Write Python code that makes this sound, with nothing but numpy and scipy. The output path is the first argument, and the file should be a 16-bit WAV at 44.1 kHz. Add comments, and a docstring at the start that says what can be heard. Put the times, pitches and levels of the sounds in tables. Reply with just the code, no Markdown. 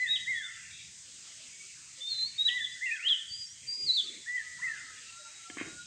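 """A low whistler calls in two-note phrases at sunrise in a village; a high singer winds, arches and dives
above it, with fainter birds, peeps and blurred chatter. Birds are near-sine glides echoed by trees and walls.
Insects and background are coloured noise, far traffic is low throbbing noise, soft bumps are swells of
band noise, and a few close knocks on wood ring decaying modes with a gritty scrape.
"""
import sys
import numpy as np
from scipy import signal
from scipy.fft import rfft, irfft, next_fast_len
from scipy.io import wavfile
from scipy.ndimage import uniform_filter1d

SR = 44100
rng = np.random.default_rng(int(sys.argv[2]) if len(sys.argv) > 2 else 0)


def unload_wav(signal):
    """Save mono or channel-first audio to the path in sys.argv[1] as 16-bit WAV at rate SR, clipped to [-1, 1]."""
    wavfile.write(
        sys.argv[1],
        SR,
        np.round(np.clip(np.atleast_2d(signal).T, -1, 1) * 32767).astype(np.int16),
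    )


N = 258426  # length in samples


def undb(db):
    """Decibels to amplitude gain."""
    return 10 ** (np.asarray(db) / 20)


def unit(x):
    """Scales a sound to rms 1."""
    return x / np.sqrt(np.mean(x ** 2))


def band(count, hz, width, order):
    """Band-passed noise around a centre pitch, rms 1."""
    edges = [max(hz - width / 2, 20), hz + width / 2]
    bandpass = signal.butter(order, edges, "band", fs=SR, output="sos")
    return unit(signal.sosfilt(bandpass, rng.standard_normal(count)))


def walk(rate):
    """Random levels, rate a second, joined by smooth cosine steps; spread near 1."""
    place = np.arange(N) * rate / SR
    step = np.linspace(0, 1, 9)[:-1]
    levels = rng.standard_normal(int(place[-1]) + 2)
    ease = (1 - np.cos(np.pi * step)) / 2
    smooth = levels[:-1, None] + np.diff(levels)[:, None] * ease
    # the joins narrow the spread; 1.15 restores it
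    return 1.15 * np.interp(place, np.arange(smooth.size) / 8, smooth.ravel())


def add(track, s, sound):
    """Mixes a sound into a track at a time in seconds."""
    i = min(max(int(s * SR), 0), len(track))
    track[i:i + len(sound)] += sound[:len(track) - i]


def glide(n, hz0, hz1):
    """A soft-ended tone of n samples sliding between two pitches, rms 1."""
    phase = 2 * np.pi * np.cumsum(np.linspace(hz0, hz1, n)) / SR
    return 2 * np.sin(np.pi * np.arange(n) / n) * np.sin(phase)


def sing(notes, waver, edge_s, third=0):
    """Near-sine syrinx tones; notes that touch share their phase, so they join without a click."""
    t, hz, gain = np.arange(N) / SR, np.zeros(N), np.zeros(N)
    for note in notes:
        s, note_hz, db = np.transpose(note)
        on = (t >= s[0]) & (t < s[-1])
        hz[on] = np.interp(t[on], s, note_hz)
        gain[on] = undb(np.interp(t[on], s, db))
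    edge = int(edge_s * SR)
    gain = uniform_filter1d(gain, edge)
    hz = np.interp(t, t[hz > 0], hz[hz > 0])  # pitch carries on through the silences
    wavering_hz = uniform_filter1d(hz, edge) * (1 + waver * walk(60))
    phase = 2 * np.pi * np.cumsum(wavering_hz) / SR
    return np.sqrt(2) * gain * (np.sin(phase) + third * np.sin(3 * phase))


def trees(x, wet_db, t60, gap_s, walls, sway_s, clump_db=3.5, dull_hz=4400, beam_hz=100):
    """Direct sound, echoes off walls (s, dB) and a duller scattered tail from clumps of swaying leaves."""
    t = np.arange(SR) / SR
    decay = np.exp(-np.log(1000) * t / t60)
    onset = 1 - np.exp(-t / gap_s)
    clumps = undb(clump_db * walk(29.86)[:SR])
    tail = rng.standard_normal(SR) * decay * onset * clumps
    tail = undb(wet_db) * tail / np.sqrt(np.sum(tail ** 2))
    for s, db in walls:  # each wall smears its echo over a few milliseconds
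        smear = rng.standard_normal(300) * np.hanning(300) / np.sqrt(112)
        add(tail, s, undb(db) * smear)
    leaves = signal.butter(N=4, Wn=dull_hz, fs=SR, output="sos")
    dull_tail = signal.sosfilt(leaves, tail)
    # moving leaves shift the path lengths, which blurs the pitch of what comes back
    swayed = np.interp(np.arange(N) + sway_s * SR * walk(40), np.arange(N), x)
    swayed *= np.minimum(np.arange(N) / (.01 * SR), 1)  # a note under way at the start throws no click
    # the beak beams high pitches at the listener; below beam_hz the sound goes mostly to the trees
    beam = signal.butter(N=8, Wn=beam_hz, btype="high", fs=SR, output="sos")
    return signal.sosfilt(beam, x) + signal.oaconvolve(swayed, dull_tail)[:N]


def shaped(shape, s, length, hz, db):
    """Places a note shape in time, pitch and level."""
    return [(s + length * u, hz * share, db + d) for u, share, d in shape]


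# Two-note call of the low whistler. Each row: top of first note in seconds, its pitch in Hz, level in dB,
# start of second note in seconds, its length in seconds, top pitch in Hz, level in dB.
WHISTLER_CALLS = [(0.032, 2030, -27, 0.26, 0.21, 2154, -31.5), (2.57, 2001, -30, 2.808, 0.2, 2120, -32.5),
                  (4.361, 2009, -29.5, 4.612, .188, 2080, -33)]
# First note: up to a ledge, a bump, then down. Each row: seconds from its top, share of top pitch,
# level in dB against the top.
LEDGE_SHAPE = [(-.102, .84, -20), (-.078, .97, -7), (-.04, .975, -8), (0, 1, 0), (.028, .925, -9.5),
               (.057, .855, -13)]
# Second note: a quick peak and a long fall. Each row: share of length, share of top pitch,
# level in dB against the top.
FALL_SHAPE = [(0, .81, -14.5), (.093, 0.95, -1), (.19, 1, 0), (.31, .918, -1), (.51, .857, -5.5),
              (.68, .82, -9.5), (.8, .73, -13.5), (1, .6, -19.5)]


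def whistles():
    """Pitch and level contours of both notes of every call: a ledge note, then a falling one."""
    notes = []
    for top_s, hz1, db1, start_s, length, hz2, db2 in WHISTLER_CALLS:
        notes.append(shaped(LEDGE_SHAPE, top_s, 1, hz1, db1))
        notes.append(shaped(FALL_SHAPE, start_s, length, hz2, db2))
    return notes


# Colour of the insects and steady background. Each row: frequency in Hz, relative density in dB per Hz.
AIR_COLOUR = [(25, -31.5), (170, -24), (300, -19.5), (700, -26.5), (1100, -22), (1600, -16), (2200, -9.5),
              (3500, -9), (4500, -7.5), (4950, -3), (5500, -6.5), (6500, -0.5), (8300, -3), (9300, -18),
              (10400, -33.5), (12000, -39.5), (15500, -36)]
AIR_DB = -50.5  # rms of the whole bed


def air():
    """Third-octave noise bands: insect hiss holds steady, lower bands swell and flicker in patches."""
    size = next_fast_len(N)
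    f = np.fft.rfftfreq(size, 1 / SR) + 1
    swell = walk(1.493)  # shared by all bands
    colour_hz, colour_db = np.transpose(AIR_COLOUR)
    colour = undb(np.interp(np.log(f), np.log(colour_hz), colour_db))
    noise = rfft(rng.standard_normal(size)) * colour
    bed = np.zeros(N)
    for hz in 200 * 2 ** (np.arange(16) / 3):
        # the end bands take in everything below 200 and above 6400 Hz
        thirds_away = 3 * np.log2(np.clip(f, 200, 6400) / hz)
        share = np.cos(np.pi / 2 * np.clip(thirds_away, -1, 1)) ** 2
        restless = 0.12 + 1.57 / (1 + (hz / 3500) ** 4)
        motion_db = restless * (1.48 * swell + 1.1 * walk(5) + 2.45 * walk(14))
        bed += irfft(noise * share, size)[:N] * undb(motion_db)
    return unit(bed) * undb(AIR_DB)


# Level of the low rumble: slow swells of far traffic, with brief low surges near 3.85 and 5.56 s. Each row:
# time in seconds, level in dB before the throb.
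RUMBLE_LEVELS = [(0.0, -69.5), (0.67, -64.5), (1.94, -75.5), (2.48, -67), (3.18, -80.5), (3.28, -67),
                 (3.79, -74), (3.85, -58.5), (3.92, -71.5), (4.41, -73.5), (4.65, -64.5), (5.47, -79),
                 (5.56, -60), (5.86, -64)]


def rumble():
    """Low traffic noise that swells and throbs."""
    s, db = np.transpose(RUMBLE_LEVELS)
    throb_db = 1.5 * walk(5.5) + 2.3 * walk(15)
    level = undb(np.interp(np.arange(N) / SR, s, db) + throb_db)
    return level * band(count=N, hz=118, width=99, order=2)


# Short faint calls. Each row: start in seconds, length in seconds, start pitch in Hz, end pitch in Hz,
# level in dB.
FAINT_CALLS = [(0, .059, 4180, 4000, -52.5), (1.364, 0.098, 3280, 3290, -66.5),
               (1.499, 0.091, 2236, 2260, -64), (1.593, 0.037, 2280, 2236, -54.5),
               (1.871, 0.043, 1276, 1300, -74), (1.97, 0.058, 531, 498, -71), (2.225, .06, 1056, 947, -73),
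               (2.517, 0.054, 1046, 1046, -68.5), (2.715, 0.019, 4800, 5004, -55),
               (2.736, .016, 5090, 4710, -54), (2.957, 0.013, 3080, 3500, -48.5),
               (3.03, 0.05, 505, 478, -68.5), (3.72, .06, 1002, 995, -72.5),
               (4.042, 0.043, 1276, 1240, -67.5), (4.369, 0.022, 3037, 3310, -55),
               (4.584, .028, 935, 1066, -60), (4.674, .021, 2530, 2700, -51),
               (4.979, .014, 3390, 3450, -55), (5.085, .028, 2780, 2650, -53.5),
               (5.185, .054, 622, 576, -65.5), (5.231, 0.078, 908, 897, -71),
               (5.471, 0.075, 750, 700.3, -66.5)]


def peeps():
    """Each faint call is one short soft-ended glide."""
    out = np.zeros(N)
    for s, length, hz0, hz1, db in FAINT_CALLS:
        add(out, s, undb(db) * glide(int(length * SR), hz0, hz1))
    return out


# Distant chatter. Each row: start in seconds, length in seconds over which chirps begin, lowest pitch in Hz,
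# highest pitch in Hz, level in dB before the scaling by length and each chirp's random cut.
CHATTER_BURSTS = [(.02, 0.13, 2400, 2740, -52), (.42, 0.18, 2270, 3960, -59), (0.6, 0.25, 2086, 2904, -54),
                  (0.698, 0.14, 3146, 3950, -50.5), (1.098, 0.25, 2330, 3010, -72),
                  (1.448, 0.26, 1690, 3023, -60.5), (1.852, 0.12, 1920, 2390, -67),
                  (2.101, 0.33, 1588, 3034, -59), (3.549, 0.092, 2895, 3383, -59),
                  (3.599, 0.33, 1797, 2800, -60.5), (4.565, 0.077, 987, 1640, -58),
                  (4.904, .2, 2250, 3030, -57.5), (5.098, 0.65, 1917, 3314, -72)]


def chatter():
    """Every burst is a crowd of quick chirps at random times, pitches and strengths."""
    out = np.zeros(N)
    crowds = rng.random((len(CHATTER_BURSTS), 30, 4))
    for (s, length, lo_hz, hi_hz, db), chirps in zip(CHATTER_BURSTS, crowds):
        span_hz = hi_hz - lo_hz
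        for when, start, end, size in chirps:
            chirp = glide(int(0.016 * SR), lo_hz + start * span_hz, lo_hz + end * span_hz)
            add(out, s + when * length, undb(db - 4.5 * size) * np.sqrt(length) * chirp)
    return out


# Held notes of the high singer that dive. Each row: start in seconds, start pitch in Hz, held pitch in Hz,
# dive start in seconds, dive length in seconds, end pitch in Hz, held level in dB, dive level in dB.
SINGER_DIVES = [(.063, 3360, 3801, .148, .035, 2496, -25.5, -28.5),
                (2.44, 3824, 3899, 2.478, .025, 2275, -22, -21.5)]
RISE, SWELL = .4, 0.62  # shares of the hold at which pitch and full level arrive
PLUNGE = 0.44  # share of the dive at its loudest
START_DB, RISE_DB, CATCH_DB = -22.5, -7.5, -8  # against the held level: start, on pitch, just before the dive
END_DB = -33.5  # against the dive level


def dive(s, hz0, hz, dive_s, length, hz1, db, dive_db):
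    """Contour of a held note: up to pitch, a swell, a catch, then a straight plunge."""
    hold = dive_s - s
    return [(s, hz0, db + START_DB),
            (s + RISE * hold, hz, db + RISE_DB),
            (s + SWELL * hold, hz, db),
            (dive_s, hz, db + CATCH_DB),
            (dive_s + PLUNGE * length, hz + PLUNGE * (hz1 - hz), dive_db),
            (dive_s + length, hz1, dive_db + END_DB)]


# Short arched notes of the high singer. Each row: start in seconds, length in seconds, start pitch in Hz,
# middle pitch in Hz, end pitch in Hz, level in dB at the middle.
SINGER_ARCHES = [(.343, .067, 3340, 3420, 3220, -43), (.42, .062, 3382, 3560, 3360, -42.5),
                 (2.38, 0.0564, 3680, 3800, 3836, -27), (2.598, .07, 3393, 3500, 3230, -33),
                 (2.855, .035, 2420, 2790, 2280, -40), (2.906, .036, 2310, 2530, 2500, -31.5),
                 (3.462, 0.024, 5452, 5490, 5450, -48.5), (3.488, .055, 5430, 5740, 5750, -51)]
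ARCH_EDGE_DB = -16  # ends against the middle


def arch(s, length, hz0, mid_hz, hz1, db):
    """Contour of a note whose pitch bends through three points; the level is flat with soft ends."""
    u = np.linspace(-1, 1, num=17)
    hz = mid_hz + u * (hz1 - hz0) / 2 + u ** 2 * ((hz0 + hz1) / 2 - mid_hz)
    return np.transpose([s + length * (u + 1) / 2, hz, db + ARCH_EDGE_DB * u ** 4])


# Level note of the high singer that overlaps one of its winding notes, one list a note. Each row: time in
# seconds, pitch in Hz, level in dB.
SINGER_OVERLAP_NOTE = [
    [(2.005, 3400, -53.5), (2.011, 3530, -42.5), (2.071, 3613, -34.5), (2.086, 3620, -44.5),
     (2.219, 3655, -50), (2.24, 3617, -68)],
]
# Winding notes of the high singer, one list a note. Each row: time in seconds, pitch in Hz, level in dB.
SINGER_WINDINGS = [
    [(2.065, 4180, -51), (2.095, 4420, -43.5), (2.12, 4229, -30), (2.145, 4055, -42), (2.235, 4103, -31.5),
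     (2.28, 4460, -39), (2.292, 4940, -63)],
    [(2.995, 2152, -43), (3.02, 2540, -47.5), (3.055, 2950, -34.5), (3.072, 3243, -25.5),
     (3.0835, 3114, -26.5)],
    [(3.084, 4173, -33.5), (3.09, 3572, -31), (3.098, 3430, -24.5), (3.13, 3117, -24.5),
     (3.155, 2833, -41.5)],
    [(3.285, 4640, -54), (3.32, 4600, -40.5), (3.345, 4770, -38.5), (3.37, 4855, -49), (3.42, 4857, -38.5),
     (3.455, 4720, -48)],
    [(3.668, 4740, -52), (3.69, 4713, -34), (3.715, 4740, -33.5), (3.75, 4873, -39.5), (3.86, 4790, -37),
     (3.885, 4170, -29), (3.9, 3904, -23), (3.915, 4100, -27.5), (3.93, 4401, -38), (3.947, 4524, -32.5),
     (3.965, 4000, -28.5), (3.985, 3456, -27), (4.0, 3468, -26.5), (4.015, 2980, -42.5)],
]


def high_singer():
    """Syrinx tones of the high singer, with a trace of third harmonic; its level note that overlaps a winding
    one sounds as a separate pure tone."""
    notes = SINGER_WINDINGS + [arch(*row) for row in SINGER_ARCHES] + [dive(*row) for row in SINGER_DIVES]
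    return sing(notes, 0.00174, 0.0028, third=.0013) + sing(SINGER_OVERLAP_NOTE, .002, .005)


# Soft low bumps. Each row: start in seconds, length in seconds, centre in Hz, width in Hz, level in dB
# at the top of the swell.
SOFT_BUMPS = [(3.64, 0.11, 401, 200, -73), (3.768, 0.14, 330, 260, -61), (4.018, 0.21, 310, 220, -60.5),
              (2.25, 0.55, 320, 201, -78), (4.55, .3, 300, 200, -81), (5.62, .16, 400, 495, -61.5)]


def bumps():
    """Dull swells of low band noise."""
    out = np.zeros(N)
    for s, length, hz, width, db in SOFT_BUMPS:
        n = int(length * SR)
        swell = np.sin(np.pi * np.arange(n) / n) ** 0.39
        add(out, s, undb(db) * swell * band(count=SR, hz=hz, width=width, order=3)[-n:])
    return out


# Long thin notes of far birds. Each row: start in seconds, length in seconds, start pitch in Hz,
# middle pitch in Hz, end pitch in Hz, level in dB at the middle, before the flutter.
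FAR_NOTES = [(4.42, 0.11, 1256, 1273, 1260, -67), (4.62, 0.17, 1330, 1317, 1320, -61.5),
             (4.858, .15, 1310, 1280, 1285, -59.5), (5.05, .3, 1299, 1373, 1365, -57.5),
             (5.38, .18, 1340, 1348, 1376, -56), (5.621, .26, 1413, 1437, 1436, -55),
             (5.053, .5, 3835, 3850, 3820, -62), (5.526, .42, 3830, 3834, 3870, -57.5)]
FLUTTER_DB, FADING_DB = 4, 0.5  # spread of the fast and the slow level wander


def far_birds():
    """Low and high far birds hold thin tones; the air makes them flutter and fade."""
    out = np.zeros(N)
    for high_bird in (False, True):
        notes = [arch(*row) for row in FAR_NOTES if (row[2] > 2500) == high_bird]
        flutter = undb(FLUTTER_DB * walk(30) + FADING_DB * walk(12))
        out += sing(notes, 0.00498, .012) * flutter
    return out


# Knocks on wood. Each row: time in seconds, gain in dB of the modes up to 1400 Hz (thud),
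# gain in dB of the modes above (ring), level in dB of the scrape before its decay.
WOOD_KNOCKS = [(5.4988, -45, -37.5, -66), (5.569, -35.5, -48, -45), (5.583, -52, -35, -43),
               (5.599, -46, -37, -43.5), (5.605, -60, -41, -50), (5.611, -31.5, -39, -51)]
# Modes of the board. Each row: frequency in Hz, relative level in dB, 60 dB decay time in seconds.
WOOD_MODES = [(308, 4.5, 0.035), (705, -15, 0.074), (1120, -7.5, 0.037), (1720, -4, 0.06),
              (2140, 5.5, 0.018), (2660, -14, 0.038), (3130, -3.5, 0.036)]


def knocks():
    """Each blow rings the board's modes with its own weights; a gritty scrape dies after it."""
    out, t = np.zeros(N), np.arange(SR // 4) / SR
    hz, mode_db, t60 = np.transpose(WOOD_MODES)[:, :, None]
    contact = 1 - np.exp(-(t / 0.00083) ** 2)  # a soft contact keeps the treble out
    chances = rng.standard_normal((len(WOOD_KNOCKS), len(WOOD_MODES), 1))
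    for (s, thud_db, ring_db, scrape_db), chance in zip(WOOD_KNOCKS, chances):
        weight = undb(mode_db + np.where(hz > 1400, ring_db, thud_db) + 1.5 * chance)
        modes = weight * np.exp(-np.log(1000) * t / t60) * np.sin(2 * np.pi * hz * t)
        ring = np.sum(modes, axis=0)
        scrape = band(count=len(t), hz=1960, width=920, order=2) * np.exp(-t / 0.046)
        add(out, s, contact * (ring + undb(scrape_db) * scrape))
    return out


def scene():
    """Birds and knocks, each group in its own echoes, over the bumps, rumble and air."""
    whistler = sing(whistles(), 0.0023, 0.0036)
    low_walls = [(.015, -6), (.11, -18.5), (.2, -22.5)]
    low = trees(whistler, -6.0, 1.28, 0.0084, low_walls, .00012, clump_db=2.5, dull_hz=2160, beam_hz=1645)
    high_walls = [(.005, -9), (.011, -11.5), (.093, -16)]
    high = trees(high_singer(), -6.0, 0.81, 0.0052, high_walls, .00006)
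    far = trees(far_birds() + peeps(), -8, 0.64, 0.013, [], .0001)
    blur = trees(chatter(), 1.4, 0.34, 0.015, [], .0001)  # more scattered than direct
    near = trees(knocks(), -6.0, 0.38, .005, [], .00001) + bumps()
    return (low + high + far + blur + near + rumble() + air())[None]


TOP_HZ = 15550  # upper edge of what is heard


def record(dry):
    """A steep elliptic low-pass cuts the top."""
    return signal.sosfilt(signal.ellip(8, .2, 70, TOP_HZ, fs=SR, output="sos"), dry)


dry = scene()
out = record(dry)
unload_wav(out)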